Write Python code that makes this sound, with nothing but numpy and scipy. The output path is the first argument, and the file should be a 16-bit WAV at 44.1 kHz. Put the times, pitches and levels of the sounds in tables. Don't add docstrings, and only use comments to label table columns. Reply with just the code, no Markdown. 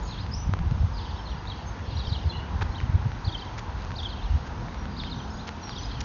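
import sys
import numpy as np
from scipy import signal
from scipy.fft import rfft, irfft
from scipy.io import wavfile
from scipy.ndimage import uniform_filter1d

SR = 44100
rng = np.random.default_rng(int(sys.argv[2]) if len(sys.argv) > 2 else 0)


def put_to_file(sound):
    columns = np.atleast_2d(sound).T
    safe = np.clip(columns, -1, 1)
    whole_steps = np.round(safe * 32767)
    wavfile.write(sys.argv[1], SR, whole_steps.astype(np.int16))


def amplitude_ratio(level_db):
    exponent = np.asarray(level_db, float) / 20
    return 10 ** exponent


N = 266760
T = np.arange(N) / SR

# time_s, level_db
RUMBLE_SWELL = [
    (0.0, -33),
    (0.32, -37.5),
    (0.6, -30.5),
    (1.35, -39),
    (2.95, -31.5),
    (3.54, -38.5),
    (4.09, -36),
    (5.71, -39.5),
    (6.05, -36),
]
# pitch_hz, density_db (per Hz)
RUMBLE_COLOUR = [(12, -37.5), (20, -19), (49, 4.5), (76, 3), (126, -4.5), (199, -14), (350, -20.5),
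                 (460, -50), (770, -120)]
# time_s, level_db
ROAD_SWELL = [
    (0.0, -45.5),
    (0.29, -46),
    (2.33, -44.5),
    (6.05, -45),
]
# pitch_hz, density_db (per Hz)
ROAD_COLOUR = [(120, -24.5), (200, -4.5), (362, -8.5), (487, -7.5), (573, -11), (948, -3.5), (1200, -10.5),
               (1500, -11.5), (2270, -20), (3870, -22.5), (5780, -28), (6500, -29), (6900, -41)]
# time_s, firing_hz, level_db
LORRY_REVS = [
    (0, 32.83, -48),
    (3.4, 37.04, -55),
    (4.4, 39.13, -49),
    (5.07, 41.54, -43),
    (5.6, 43.07, -50.5),
    (6.05, 44.14, -58),
]
# multiple (of firing_hz), level_db
LORRY_ORDERS = [(3, -14), (4, 2), (5, 1), (6, -2.5), (7, -18.5)]
# start_s, length_s, first_hz, last_hz, level_db
SLIDES = [(0.024, 0.036, 6940, 6440, -57), (0.05, 0.056, 4690, 3930, -56),
          (0.103, 0.046, 4400, 3190, -50.5), (0.174, 0.049, 3150, 4470, -48),
          (.178, 0.043, 3950, 5160, -53.5), (0.312, 0.016, 4700, 5270, -47.5),
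          (.326, 0.03, 4500, 5940, -43), (0.933, 0.042, 5210, 4480, -53.5), (1.251, .024, 4400, 4080, -51),
          (1.275, 0.0082, 4300, 3300, -49), (2.713, .035, 4150, 4370, -55.5),
          (1.988, 0.022, 3770, 3900, -44), (2.293, 0.021, 4150, 4070, -44.5),
          (2.298, 0.042, 3450, 3410, -48.5), (2.357, 0.027, 3910, 4280, -49),
          (2.322, 0.045, 2740, 2993, -45.5), (4.894, 0.071, 4860, 4620, -60),
          (5.343, 0.036, 4530, 5030, -58), (5.382, .038, 3230, 4300, -53.5),
          (5.612, 0.041, 6100, 5450, -55), (5.613, 0.03, 4750, 3980, -55.5),
          (5.745, 0.021, 4240, 5330, -51), (5.832, .045, 5120, 4910, -51), (5.906, 0.02, 3240, 4440, -50)]
# start_s, length_s, pitch_hz, level_db
PIPES = [(.07, .045, 6570, -59), (.354, .062, 5980, -51), (.783, .045, 5300, -64), (1.15, .1, 5350, -66),
         (1.29, .06, 5690, -68), (1.37, .024, 4790, -59), (1.662, .04, 6360, -57.5), (1.95, .02, 5650, -58),
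         (2.016, .1, 5555, -68), (2.13, .11, 5600, -69), (2.405, .046, 2920, -55), (2.68, .05, 5535, -65),
         (4.775, .04, 5650, -62), (5.128, .13, 5990, -68), (5.3, .026, 5265, -56), (5.299, .03, 6590, -60),
         (5.335, .04, 6600, -59), (5.565, .022, 5580, -63), (5.636, .03, 5590, -50), (5.69, .08, 5600, -61),
         (5.782, .022, 5950, -48.5), (5.8, .07, 6550, -67), (5.94, .03, 5950, -64)]
# start_s, length_s, first_hz, last_hz, level_db
CHATTER = [(0.052, 0.12, 4270, 3540, -48.5), (0.968, 0.14, 4200, 3800, -48),
           (1.268, 0.081, 3870, 3520, -56.5), (1.483, 0.13, 3870, 3690, -51),
           (1.834, 0.14, 4270, 3770, -49), (1.972, 0.31, 4200, 3940, -48.5),
           (2.292, 0.083, 3840, 3570, -56), (2.711, 0.11, 3830, 3520, -60),
           (3.254, 0.17, 4270, 3870, -58.5), (3.958, 0.2, 4480, 3885, -50), (4.131, 0.17, 3690, 3520, -54),
           (4.968, 0.12, 4200, 3850, -49), (5.166, 0.07, 3260, 3060, -57), (5.679, 0.33, 4180, 3960, -45.5)]
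# start_s, peak_db, ring_hz, tick_db (above the ring)
SNAPS = [(0.2641, -29, 1750, -4), (0.5367, -11, 1240, -15), (0.5897, -22, 1360, -11),
         (0.7108, -32.5, 1340, 1), (1.454, -25.5, 1470, -12), (1.7916, -27.5, 1480, -10),
         (2.6173, -26, 1510, -8), (2.6232, -21, 1540, -24), (2.802, -20.5, 2060, -21),
         (2.8125, -23.5, 1350, -14), (2.8284, -27, 1370, -19), (2.928, -29, 1460, -20),
         (3.1176, -22.5, 1560, -12), (3.6122, -33, 1420, -13), (3.698, -28.5, 1380, -15),
         (3.828, -35, 1590, -15), (3.8564, -35, 1490, -8), (3.906, -23.5, 1470, -10),
         (3.9174, -26, 1560, -4.5), (4.5787, -29, 1430, -16), (4.684, -24, 1600, -32),
         (4.7441, -37, 1390, 6), (4.8549, -24, 1430, -8), (5.036, -22, 2300, -18), (5.4902, -24.5, 1640, 2),
         (5.6933, -23, 1450, -2.5), (6.0048, -21, 5560, -17), (6.008, -23, 3430, -15),
         (6.0154, -34, 3040, -13), (6.0434, -14.5, 5960, -10)]
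# start_s, length_s, level_db, centre_hz
CRUNCHES = [
    (2.609, 0.023, -33, 1820),
    (2.615, .016, -41.5, 650),
    (3.575, 0.024, -36.5, 3360),
    (3.773, 0.11, -41, 2600),
    (4.459, 0.024, -43.5, 2800),
    (4.505, 0.21, -62, 2500),
    (5.468, .022, -37.5, 2940),
    (5.669, 0.015, -44, 2030),
    (6.009, 0.0066, -34.5, 4500),
    (6.0425, 0.0054, -37.5, 4540),
]
# centre_s, peak_db, pitch_hz, length_s
THUDS = [(0.31, -29, 63.5, 0.016), (0.367, -27.5, 57.6, 0.023), (0.477, -20, 62, 0.015),
         (0.495, -14, 96.4, 0.0053), (0.535, -21, 98, 0.04), (0.617, -17, 63, 0.0069),
         (0.67, -16.5, 77.6, 0.021), (0.72, -15.5, 124, 0.01), (0.81, -14.5, 70, 0.017),
         (0.845, -17, 93, 0.023), (1.142, -27, 72.5, 0.017), (1.932, -24.5, 109, 0.0095),
         (1.974, -24, 75, 0.031), (2.08, -22.5, 73, 0.0098), (2.126, -20, 92.3, 0.017),
         (2.175, -26.5, 69, 0.024), (2.267, -17.5, 77.6, 0.028), (2.382, -22, 88, 0.014),
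         (2.556, -20.5, 74, 0.034), (2.623, -25, 94.5, 0.036), (2.72, -29, 110, 0.0096),
         (2.839, -16.5, 87, 0.0093), (2.898, -18, 92, 0.0093), (2.953, -13.5, 88, 0.019),
         (3.065, -17, 118, 0.016), (3.249, -28, 80, 0.021), (3.279, -18, 92, 0.015),
         (4.314, -21, 69, 0.027), (4.352, -15.5, 72, 0.026)]
# delay_s, length_s, first_hz, top_hz, last_hz
SYLLABLES = [
    (-.002, .06, 3177, 5000, 3220),
    (0.071, 0.051, 2560, 3850, 3050),
    (0.128, 0.042, 3410, 5000, 3600),
    (.2, 0.052, 2717, 4100, 3050),
]
# start_s, first_db, second_db, third_db, dip_db (at the tops, when it faces away)
PHRASES = [
    (.9545, -47, -55, -55.5, 1.5),
    (1.9658, -44.5, -48.5, -56, 4),
    (3.241, -42.5, -40.5, -49.5, 12),
    (3.953, -42.5, -39, -47, 12),
    (4.964, -42, -46.5, -43, 2.5),
    (5.679, -45.5, -46.5, -50.5, 3.6),
]
# start_s, length_s, top_hz, level_db
CHIRPS = [(1.281, 0.058, 4100, -51.5), (1.466, 0.069, 4650, -46.5), (1.847, 0.13, 4700, -54.5),
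          (2.061, 0.059, 5690, -46), (2.121, 0.049, 4290, -41), (2.173, 0.036, 3760, -59),
          (2.743, 0.063, 4140, -49.5), (4.207, 0.09, 4110, -54.5), (5.691, 0.063, 4040, -56),
          (5.904, 0.054, 4930, -50.5), (2.285, 0.054, 4250, -51.5), (2.367, 0.037, 4330, -56)]


def curve(table):
    time_s, *columns = np.transpose(table)
    return [np.interp(T, time_s, column) for column in columns]


def unit(x):
    return x / np.sqrt(np.mean(x ** 2))


def add(out, start_s, piece):
    i = int(np.clip(start_s * SR, 0, N))
    out[i:i + len(piece)] += piece[:N - i]


def walk(rate_hz):
    hold = int(SR / rate_hz)
    steps = np.repeat(rng.standard_normal(N // hold + 1), hold)
    return 0.73 * uniform_filter1d(uniform_filter1d(steps, hold), hold)[:N]


def restless(colour, flicker_db, rate_hz):
    pitch_hz, density_db = np.transpose(colour)
    octave = np.log2(np.arange(1, N // 2 + 2) * SR / N)
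    density = amplitude_ratio(np.interp(octave, np.log2(pitch_hz), density_db, left=-99))
    spectrum = rfft(rng.standard_normal(N)) * density
    out = 0
    for centre in np.arange(4, 13.5, .5):
        share = np.clip(1 - 2 * abs(octave - centre), 0, 1)
        out = out + amplitude_ratio(flicker_db * walk(rate_hz)) * irfft(spectrum * share, N)
    return out


def breeze_rumble():
    level = amplitude_ratio(curve(RUMBLE_SWELL)[0] + 2.5)
    return level * unit(restless(RUMBLE_COLOUR, flicker_db=5.5, rate_hz=14))


def road():
    level = amplitude_ratio(curve(ROAD_SWELL)[0] + 3.0)
    return level * unit(restless(ROAD_COLOUR, flicker_db=1.9, rate_hz=7.2))


def lorry():
    firing_hz, level_db = curve(LORRY_REVS)
    phase = 2 * np.pi * np.cumsum(firing_hz * (1 + 0.0069 * walk(4.4))) / SR
    engine = 0
    for order, order_db in LORRY_ORDERS:
        engine = engine + amplitude_ratio(order_db + 1.8 * walk(4)) * np.sin(order * phase + order * order)
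    return amplitude_ratio(level_db) * engine


def slide(length_s, first_hz, last_hz, bend=.6):
    eased = np.expm1(-bend * np.linspace(0, 1, int(length_s * SR))) / np.expm1(-bend)
    return first_hz + (last_hz - first_hz) * eased


def whistle(pitch_hz, wobble_db):
    u = np.linspace(0, 1, len(pitch_hz))
    unsteady = np.interp(u * len(pitch_hz) / SR * 250, np.arange(64), rng.standard_normal(64))
    swell = np.sin(np.pi * u) ** 0.32
    return swell * amplitude_ratio(wobble_db * unsteady) * np.sin(2 * np.pi * np.cumsum(pitch_hz) / SR)


def slides_and_pipes():
    out = np.zeros(N)
    pipes = [(start_s, length_s, hz, hz, level_db) for start_s, length_s, hz, level_db in PIPES]
    for start_s, length_s, first_hz, last_hz, level_db in SLIDES + pipes:
        stroke = whistle(slide(length_s, first_hz, last_hz), wobble_db=1.5 + 35 * length_s)
        add(out, start_s, amplitude_ratio(level_db + 7.5) * stroke)
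    return out


def flock_chatter():
    out = np.zeros(N)
    for start_s, length_s, first_hz, last_hz, level_db in CHATTER:
        for place, pitch, slope, size in rng.random((60, 4)):
            hz = first_hz + (last_hz - first_hz) * place + 2400 * (pitch - .52)
            glide_hz = 1300 * (slope - .55)
            stroke = whistle(slide(0.01814, hz - glide_hz, hz + glide_hz), wobble_db=2.1)
            add(out, start_s + place * length_s, amplitude_ratio(level_db - 2.5 - 7.3 * size) * stroke)
    return out


def trees(x, t60_s, gap_s, sparse_db):
    t = T[:int(.8 * SR)]
    patches = np.repeat(rng.standard_normal(len(t) // 64 + 1), 64)[:len(t)]
    decay = amplitude_ratio(sparse_db * patches - 60 * t / t60_s)
    echoes = rng.standard_normal(len(t)) * decay * (1 - np.exp(-t / gap_s))
    return signal.fftconvolve(x, echoes / np.sqrt(np.sum(echoes ** 2)))[:N]


def ring(pitch_hz, t60_s):
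    t = T[:int(t60_s * SR) + 8]
    contact = 1 - np.exp(-t * pitch_hz * 9)
    return np.sin(2 * np.pi * pitch_hz * t) * amplitude_ratio(-60 * t / t60_s) * contact * 1.52


def grit():
    out = np.zeros(N)
    for start_s, peak_db, ring_hz, tick_db in SNAPS:
        add(out, start_s + .0006, amplitude_ratio(peak_db - 2.0) * ring(ring_hz, 2.2 / ring_hz + 0.0016))
        add(out, start_s + .0006, amplitude_ratio(peak_db + tick_db + 6.5) * ring(2800, 0.0009))
    for start_s, length_s, level_db, centre_hz in CRUNCHES:
        for k, (shift, size, pitch) in enumerate(rng.random((20, 3))):
            place = (k + shift) / 20
            grain_hz = np.clip(centre_hz * 2 ** (2.4 * (pitch - .5)), 300, 6800)
            grain = np.sin(np.pi * place) ** .6 * ring(grain_hz, 5.5 / grain_hz)
            grain_db = level_db + 6 - 2.6 * np.log(size + .08)
            add(out, start_s + place * length_s, amplitude_ratio(grain_db) * grain)
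    return out


def thuds():
    out = np.zeros(N)
    turns = rng.random((len(THUDS), 2))
    for (centre_s, peak_db, pitch_hz, length_s), (turn, turn2) in zip(THUDS, turns):
        t = T[:int(4 * length_s * SR)] - 2 * length_s
        phase = 2 * np.pi * pitch_hz * (t - 1.9 * t ** 2)
        push = np.cos(phase + 2 * np.pi * turn) + 0.2 * np.cos(1.747 * phase + 2 * np.pi * turn2)
        swell = np.exp(-2.6 * (t / length_s) ** 2)
        add(out, centre_s - 2 * length_s, amplitude_ratio(peak_db + 1.83) * swell * push)
    return out


def arch(length_s, first_hz, top_hz, last_hz, dip_db):
    rise_share = .38
    rise = slide(length_s * rise_share, first_hz, top_hz, bend=1.197)
    fall = slide(length_s * (1 - rise_share), top_hz, last_hz, bend=2.6)
    hz = np.r_[rise, fall]
    t = T[:len(hz)]
    dip = dip_db * np.exp(-((np.linspace(0, 1, len(hz)) - rise_share) / .075) ** 2)
    beak_db = -8 * abs(np.log2(hz / 3450))
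    push_db = 3 * (np.gradient(hz) > 0)
    onset = 1 - np.exp(-(t / .006) ** 2)
    overtone = amplitude_ratio(-13) * whistle(2 * hz, wobble_db=2.5) * np.exp(-t / .008)
    return amplitude_ratio(push_db - dip + beak_db) * whistle(hz, wobble_db=4.8) * onset + overtone


def sparrow_phrases():
    out = np.zeros(N)
    for start_s, *levels_db, dip_db in PHRASES:
        last_db = -54.5
        for level_db, (delay_s, *shape) in zip(levels_db + [last_db], SYLLABLES):
            add(out, start_s + delay_s, amplitude_ratio(level_db + 7.5) * arch(*shape, dip_db))
    return out


def lone_chirps():
    out = np.zeros(N)
    for start_s, length_s, top_hz, level_db in CHIRPS:
        chirp = arch(length_s, .64 * top_hz, top_hz, .66 * top_hz, dip_db=3.5)
        add(out, start_s, amplitude_ratio(level_db + 7.5) * chirp)
    return out


def scene():
    background = breeze_rumble() + road() + lorry()
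    notes = slides_and_pipes() + sparrow_phrases() + lone_chirps()
    flock = flock_chatter()
    steps = grit()
    leaves = trees(amplitude_ratio(-6) * notes + amplitude_ratio(-1.5) * flock, t60_s=.035, gap_s=.001, sparse_db=2)
    to_echo = amplitude_ratio(-5.5) * notes + amplitude_ratio(-4.0) * flock + amplitude_ratio(-14.5) * steps
    echo = trees(to_echo, t60_s=0.4, gap_s=0.0099, sparse_db=8.5)
    return (background + amplitude_ratio(-3.0) * notes + leaves + echo + steps + thuds())[None]


def band_limit(x):
    return signal.sosfilt(signal.butter(12, 8040, fs=SR, output="sos"), x)


def record(dry):
    top_cut = signal.ellip(12, .2, 70, 6980, fs=SR, output="sos")
    mix = signal.sosfilt(top_cut, dry)
    return band_limit(mix)


dry = scene()
out = record(dry)
put_to_file(out)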